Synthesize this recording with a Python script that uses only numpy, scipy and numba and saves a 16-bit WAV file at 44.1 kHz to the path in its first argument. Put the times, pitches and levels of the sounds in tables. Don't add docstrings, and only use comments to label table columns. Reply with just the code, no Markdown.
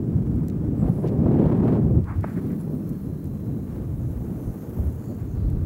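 import sys
import numpy as np
from scipy import signal
from scipy.fft import rfft, irfft
from scipy.io import wavfile
from scipy.ndimage import uniform_filter1d
from numba import njit

SR = 44100
rng = np.random.default_rng(int(sys.argv[2]) if len(sys.argv) > 2 else 0)


def put_to_file(sound):
    columns = np.atleast_2d(sound).T
    safe = np.clip(columns, -1, 1)
    whole_steps = np.round(safe * 32767)
    wavfile.write(sys.argv[1], SR, whole_steps.astype(np.int16))


N = 249165
TIME = np.arange(N) / SR
FREQ = np.maximum(np.arange(N // 2 + 1) * SR / N, 1)

# t/s, level/dB, brightest ring f/Hz
LINE_RUN = [(2.3, -76, 10160), (2.75, -64.5, 11750), (3.2, -67, 12800), (3.55, -65, 13100),
            (3.92, -65.5, 13100), (4.15, -63, 13300), (4.45, -62, 12660), (4.78, -60.5, 12750),
            (5.07, -60.5, 13800), (5.2, -65, 13800), (5.65, -72, 12800)]
RUN_START_S = LINE_RUN[0][0]


def undb(db):
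    return 10 ** (np.asarray(db) / 20)


def unit(x):
    return x / np.sqrt(np.mean(x ** 2))


def curves(table):
    times, *columns = np.transpose(table)
    return [np.interp(TIME, times, column) for column in columns]


def swell(s, half_s):
    return np.exp(-((TIME - s) / half_s) ** 2 / 2)


def swells(rows):
    return np.sqrt(sum((undb(db) * swell(s, half_s)) ** 2 for s, half_s, db in rows))


def colour(points):
    hz, db = np.transpose(points)
    ends = np.minimum(FREQ / hz[0], 1) * np.minimum(hz[-1] / FREQ, 1)
    return undb(np.interp(np.log(FREQ), np.log(hz), db)) * ends ** 2


def resonance(hz, width_hz):
    return 1 / (1 + 1j * (FREQ ** 2 - hz ** 2) / (FREQ * width_hz))


def shaped(x, response):
    return unit(irfft(rfft(x) * response, N))


def noise(response):
    return shaped(rng.standard_normal(N), response)


def wander(rate_hz):
    return noise(np.exp(-(FREQ / rate_hz) ** 2))


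def even(x, span_s):
    size = max(int(span_s * SR), 2)
    return x / np.sqrt(uniform_filter1d(uniform_filter1d(x ** 2, size), size))


def burst(response, s, t60):
    age = TIME - s
    decay = (age >= 0) * np.exp(-np.log(1000) * np.abs(age) / t60)
    hit = shaped(even(rng.standard_normal(N), 0.0023) * decay, response)
    return hit / np.abs(hit).max()


@njit
def moving_band(x, hz, width_hz):
    out, band_state, low_state = np.empty(len(x)), 0., 0.
    for i in range(len(x)):
        tuning = np.tan(np.pi * min(hz[i], .45 * SR) / SR)
        damping = width_hz[i] / hz[i]
        band = (band_state + tuning * (x[i] - low_state)) / (1 + tuning * (tuning + damping))
        band_state = 2 * band - band_state
        low_state += 2 * tuning * band
        out[i] = damping * band
    return out


def sea(chop_db=-59, froth_db=1.5):
    # t/s, half length/s, level/dB
    waves = [(.25, 1, -60), (2.35, 0.22, -53), (2.9, 0.11, -59.5), (3.76, 0.09, -55), (4.42, 0.4, -59),
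             (4.79, 0.041, -56.5), (5.3, 0.47, -58.5)]
    # f/Hz, level/dB
    wash_eq = [(250, -14), (600, 2.5), (1200, -0.5), (2000, -11), (2800, -17), (4000, -23), (7000, -24),
               (14000, -22)]
    return np.hypot(undb(chop_db), swells(waves)) * undb(froth_db * wander(60)) * noise(colour(wash_eq))


def turn_rate(start_hz=185.4, drag_per_s=0.24):
    return start_hz / (1 + drag_per_s * np.maximum(TIME - RUN_START_S, 0))


def each_turn(x, feedback=0.61, turns=7):
    turn_ago = np.maximum(np.arange(N) - np.round(SR / turn_rate()).astype(int), 0)
    combed = x
    for _ in range(turns):
        combed = x + feedback * combed[turn_ago]
    return unit(combed)


def spool_ring(hz, width_hz):
    width = width_hz * np.ones(N)
    friction = each_turn(rng.standard_normal(N), feedback=0.72)
    return unit(moving_band(moving_band(friction, hz, width), hz, width))


def whistles(count=26, span_s=(2.65, 4.7), level_db=-15, pitch_spread=.07):
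    _, ring_hz = curves(LINE_RUN)
    rate = turn_rate()
    turns = np.cumsum(rate) / SR
    out = 0
    for s, (accent, detune) in zip(np.linspace(*span_s, count), rng.standard_normal((count, 2))):
        overtone = np.round(np.interp(s, TIME, ring_hz / rate) * (1 + pitch_spread * detune))
        tone = np.sqrt(2) * np.sin(2 * np.pi * overtone * turns)
        out += undb(level_db + 2 * accent) * swell(s, half_s=.09) * tone
    return out


def whirr():
    # t/s, f/Hz, level/dB, width/Hz
    spool = [(2.3, 4210, -80, 700), (2.95, 4180, -78, 350), (3.4, 4020, -77.5, 350), (3.9, 3800, -81, 600),
             (5.1, 4360, -85, 1300), (5.42, 4160, -71, 1000), (5.65, 4100, -80, 900)]
    hz, db, width_hz = curves(spool)
    return undb(db) * even(spool_ring(hz, width_hz), 0.044)


def squeaks(width_ratio=0.12):
    # t/s, level/dB, half length/s, f/Hz
    rubs = [(0.814, -67.5, 0.028, 7850), (0.89, -65, 0.015, 13000), (0.887, -75, .025, 4350),
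            (2.303, -66, 0.032, 11900), (2.32, -72, .03, 7400), (2.609, -58, .012, 10600),
            (2.607, -67, .012, 7400), (3.06, -68, .04, 11300), (4.75, -70, .055, 12550),
            (4.77, -69, .05, 15150), (5.087, -69.5, 0.065, 7000), (5.088, -71, 0.055, 4500),
            (5.32, -69, .035, 6450)]
    return sum(undb(db) * swell(s, half_s) * noise(resonance(hz, width_ratio * hz) ** 2)
               for s, db, half_s, hz in rubs)


def line(draw_db=-65.5, hiss_db=-4.5, waver=0.015, flutter_db=0.5, stutter_db=2, throb_db=2):
    # ratio to the brightest ring, width/Hz, level/dB
    coil_rings = [(.5, 2400, 1.4), (.79, 2700, 2.1), (1, 2700, 8.6), (1.19, 2200, 5.6)]
    # f/Hz, level/dB
    hiss_eq = [(2500, -15.5), (4200, -6), (5200, -23.5), (6500, -3.5), (8500, -2.5), (11000, -1.5),
               (15500, 0)]
    run_db, ring_hz = curves(LINE_RUN)
    running = np.where(TIME < RUN_START_S, swell(RUN_START_S, half_s=.13), 1)
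    draw = undb(draw_db) * swell(0.97, half_s=0.11)
    sliding = running * undb(run_db) + draw
    rings = sum(undb(db + 1.4 * wander(12)) * spool_ring(ratio * ring_hz * (1 + waver * wander(9)), width)
                for ratio, width, db in coil_rings)
    rub = sliding * (unit(rings) + whistles() + undb(hiss_db) * noise(colour(hiss_eq)))
    friction = rub + running * whirr() + squeaks()
    catching_db = (flutter_db + stutter_db * swell(5.1, half_s=.3)) * wander(150)
    throb = np.cos(2 * np.pi * np.cumsum(turn_rate()) / SR)
    return friction * even(undb(catching_db + throb_db * throb), .08)


def scratch(peak_s=2.47, fade_s=0.93, level_db=-60.5, clicks_per_s=1500, scatter_db=8):
    # f/Hz, level/dB
    spray_eq = [(2500, -11), (5000, -28), (7800, -20), (9200, 5), (15500, 18)]
    clicks = (rng.random(N) < clicks_per_s / SR) * rng.choice([-1, 1], N)
    accents = undb(scatter_db * np.minimum(rng.exponential(size=N), 4))
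    envelope = np.where(TIME < peak_s, swell(peak_s, half_s=.14), np.exp(-(TIME - peak_s) / fade_s))
    return undb(level_db) * envelope * shaped(each_turn(clicks * accents), colour(spray_eq))


def reel(dry_db=-9):
    # f/Hz, width/Hz, level/dB
    modes = [(1910, 660, 20.5), (3640, 1400, -2), (6400, 1700, -3), (8300, 840, -12), (11000, 1300, -1),
             (13900, 2500, 4)]
    # t/s, peak level/dB, band centre f/Hz, t60/s
    ticks = [(.3577, -48, 11000, 0.022), (0.4833, -33.5, 9600, 0.013), (0.4993, -40.5, 5840, 0.0087),
             (1.0754, -43, 6500, 0.0085), (1.083, -44, 4800, 0.057), (2.0433, -41, 5500, 0.00098),
             (2.209, -47, 8000, 0.014), (2.3686, -51, 13000, 0.024), (2.48, -52, 3400, 0.025),
             (2.503, -49, 2400, 0.019), (2.5176, -45, 11000, 0.018), (2.6114, -49, 8500, 0.019),
             (2.876, -44, 13000, .012), (2.8915, -40, 13000, 0.04), (2.932, -52, 11700, 0.024),
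             (2.961, -52, 13500, .01), (3.2422, -39, 13000, .012), (3.256, -49, 8440, .02),
             (3.271, -46, 13500, 0.014), (4.247, -50, 8900, 0.011), (4.902, -48, 8500, .008),
             (5.5, -44, 10500, 0.024)]
    mode_power = sum(np.abs(undb(db) * resonance(hz, width)) ** 2 for hz, width, db in modes)
    body = np.sqrt(undb(dry_db) ** 2 + mode_power)
    return sum(undb(db) * burst(body * resonance(hz, 1.1 * hz) ** 2, s, t60) for s, db, hz, t60 in ticks)


def grip_scrape(level_db=-56.5, hz=2260):
    return undb(level_db) * swell(1.074, half_s=0.014) * noise(resonance(hz, width_hz=hz) ** 2)


def rod_swish(width_ratio=0.74, top_hz=2400, leak_db=-19):
    # t/s, level/dB, half length/s, centre f/Hz
    sweeps = [(2.108, -40.5, 0.028, 1030), (2.244, -45.5, 0.0094, 1670), (2.283, -50, 0.032, 1480),
              (2.374, -50.5, 0.013, 1570), (2.52, -57.5, 0.018, 1630)]
    shelf = 1 / np.sqrt(1 + (FREQ / top_hz) ** 20) + undb(leak_db)
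    return sum(undb(db) * swell(s, half_s) * noise(resonance(hz, width_ratio * hz) ** 2 * shelf)
               for s, db, half_s, hz in sweeps)


def sleeve(top_hz=1300, crack_db=-7.5):
    # t/s, peak level/dB, f/Hz
    flaps = [(2.242, -16, 480), (2.2453, -20.5, 480)]
    # f/Hz, level/dB
    cloth_eq = [(300, -2), (600, 7), (900, 0), (1200, -3), (2200, -24.5), (3000, -38), (9000, -62)]
    out = 0
    for s, db, hz in flaps:
        push = resonance(hz, width_hz=hz) * np.exp(-(FREQ / top_hz) ** 2)
        thump = irfft(push * np.exp(-2j * np.pi * FREQ * s), N)
        crack = undb(crack_db) * burst(colour(cloth_eq), s, t60=0.02)
        out += undb(db) * (thump / np.abs(thump).max() + crack)
    return out


def puffs(hz=560, width_hz=520, top_hz=1150):
    # t/s, peak level/dB
    pops = [(.162, -51), (0.32, -41), (0.419, -38), (.616, -39), (0.641, -40), (0.826, -29), (0.859, -34),
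            (0.89, -29), (0.984, -33.5), (1.037, -36), (1.259, -22.5), (1.978, -34), (4.222, -37),
            (4.785, -35)]
    dull = resonance(hz, width_hz) ** 2 / np.sqrt(1 + (FREQ / top_hz) ** 10)
    return sum(undb(db) * burst(dull, s, t60=0.044) for s, db in pops)


def buffets():
    # t/s, envelope level/dB, f/Hz, half length/s
    thumps = [(0.163, -18, 111, 0.009), (.418, -18.5, 169, 0.016), (0.829, -7.5, 152, 0.003),
              (.901, -8.5, 159, 0.0047), (1.399, -9, 152, 0.0038), (1.446, -7.5, 217, 0.0029),
              (1.973, -9.5, 112.4, 0.0072), (2.192, -14.5, 96, 0.014), (2.38, -12.5, 172, 0.013),
              (2.919, -27, 124, 0.013), (3.58, -25.5, 204, 0.018), (4.058, -18, 124, 0.025),
              (4.806, -15.5, 69.6, 0.0075), (4.879, -14.5, 79, 0.017), (5.373, -21, 45.3, 0.0091),
              (5.463, -15, 47.3, 0.014), (5.565, -17, 38, 0.017)]
    out = 0
    for (s, db, hz, half_s), phase in zip(thumps, rng.random(len(thumps))):
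        age = TIME - s
        out += undb(db) * np.exp(-(age / half_s) ** 2) * np.cos(2 * np.pi * (hz * age + phase))
    return out


def tear_at_rim(eddies, rough_db, split_hz=900, trim_db=-2.5, lift_per_db=0.39):
    # t/s, half length/s, lift/dB
    tears = [(0.87, 0.066, 6.5), (1.279, 0.062, 1), (1.49, 0.059, 6), (1.707, 0.043, 6.5)]
    finest = irfft(rfft(eddies) / (1 + (split_hz / FREQ) ** 4), N)
    surge_db = sum(lift * swell(s, half_s) for s, half_s, lift in tears)
    rasp_db = trim_db + lift_per_db * (rough_db - np.mean(rough_db)) + surge_db
    roar = swell(1.55, half_s=.25)
    rasp = (1 - roar) * finest + roar * even(finest, .02) * np.std(finest)
    return eddies - finest + rasp * undb(rasp_db)


def wind(slow_hz=100, fast_hz=320, rumble_db=-10, unsteady_db=0.34, even_s=0.082,
         patchy_db=1.78, suction_db=1.16, gust_bunching=0.35):
    # t/s, level/dB
    breeze = [(0, -24.5), (.55, -28), (.8, -30), (.95, -26), (1.36, -18), (1.7, -19), (1.98, -21.5),
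              (2.04, -35), (2.4, -28), (2.62, -31), (2.8, -28), (3.0, -34), (4.35, -31.5), (4.6, -35),
              (5.2, -34.5), (5.65, -32)]
    # t/s, level/dB against the body
    roughness = [(0, -18), (.7, -17), (.86, -7.5), (.95, -13), (1.05, -4.5), (1.18, -10.5), (1.32, -6.5),
                 (1.78, -7), (1.87, -13), (2.15, -16.5), (2.5, -18), (2.68, -11), (2.94, -24), (3.1, -16),
                 (4.0, -12), (4.65, -8), (5.05, -10), (5.65, -14.5)]
    # t/s, half length/s, lift/dB, rumble level/dB
    gusts = [(0.165, 0.028, 1.5, -22.5), (0.348, 0.09, 2, -25), (0.716, 0.093, 4.5, -25.5),
             (0.851, 0.043, 4, -22), (1.217, 0.041, 0.5, -21), (1.5, 0.057, -1.5, -38.5),
             (1.949, 0.077, 1, -20.5), (2.165, 0.072, 0.5, -28.5), (2.379, 0.0092, 7.5, -37),
             (2.502, 0.05, 5.5, -42), (2.709, 0.058, 3, -56), (2.925, 0.027, 5.5, -32),
             (3.084, 0.047, 6.5, -33), (3.305, 0.063, 3.5, -30.5), (3.522, 0.056, 5.5, -29.5),
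             (3.789, 0.02, 6, -33), (4.003, 0.25, -1, -28.5), (4.311, 0.026, 2.5, -50),
             (4.486, 0.014, 1.5, -19.5), (4.817, 0.082, 4.5, -28.5), (4.934, 0.046, -3.5, -30),
             (5.108, 0.02, 6, -35), (5.296, 0.11, 0, -29.5), (5.536, 0.12, 2.5, -22)]
    # f/Hz, level/dB
    wind_eq = [(13, -18), (22, -27), (76, -9), (157, -1.5), (354, -9.5), (442, -8), (899, -6.5),
               (2800, -54), (3640, -84.5), (6160, -120)]
    # f/Hz, level/dB
    fast_eq = [(150, 15), (330, 3), (500, -5.5), (800, -16), (1250, -29.5), (2000, -40), (3200, -51),
               (6000, -63.5), (14000, -67)]
    (breeze_db,), (rough_db,) = curves(breeze), curves(roughness)
    gust_db = sum(lift * swell(s, half_s) for s, half_s, lift, _ in gusts)
    body_db = breeze_db + gust_db + unsteady_db * wander(16)
    fast_db = body_db + rough_db
    gust_rumble = swells([(s, half_s, db) for s, half_s, _, db in gusts])
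    rumble_gain = np.hypot(undb(breeze_db + rumble_db), gust_rumble)

    lows = 1 / np.sqrt(1 + (FREQ / slow_hz) ** 10)
    highs = 1 / np.sqrt(1 + (fast_hz / FREQ) ** 10)
    mids = np.sqrt((1 - lows ** 2) * (1 - highs ** 2))
    rumble = even(noise(colour(wind_eq) * lows), 1.9 * even_s)
    body = even(noise(colour(wind_eq) * mids), even_s)
    bunch_depth = undb(gust_bunching * (fast_db - np.mean(fast_db)))
    bunches = undb((patchy_db * wander(42) - suction_db * body) * bunch_depth)
    fast = even(shaped(rng.standard_normal(N) * bunches, colour(fast_eq) * highs), even_s)
    return rumble * rumble_gain + body * undb(body_db) + tear_at_rim(fast, rough_db) * undb(fast_db)


def scene():
    air = wind() + buffets() + puffs()
    angler = rod_swish() + sleeve() + reel() + grip_scrape() + line() + scratch()
    return (air + angler + sea())[None]


def record(dry, hiss_db=-68, whine_db=-76.5, whine_hz=15625, low_hz=36, top_hz=15750):
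    # f/Hz, level/dB
    hiss_eq = [(1000, 9), (4000, -4), (8000, -1.5), (12000, -3), (15500, -3)]
    hiss = undb(hiss_db) * noise(colour(hiss_eq))
    whine = undb(whine_db) * np.sqrt(2) * np.sin(2 * np.pi * whine_hz * TIME)
    sound = irfft(rfft(dry + hiss + whine) / np.sqrt(1 + (low_hz / FREQ) ** 14), N)
    fade_in = np.minimum(TIME / .003, 1)
    top_cut = signal.ellip(12, .1, 80, top_hz, fs=SR, output="sos")
    return signal.sosfilt(top_cut, sound * fade_in)


dry = scene()
out = record(dry)
put_to_file(out)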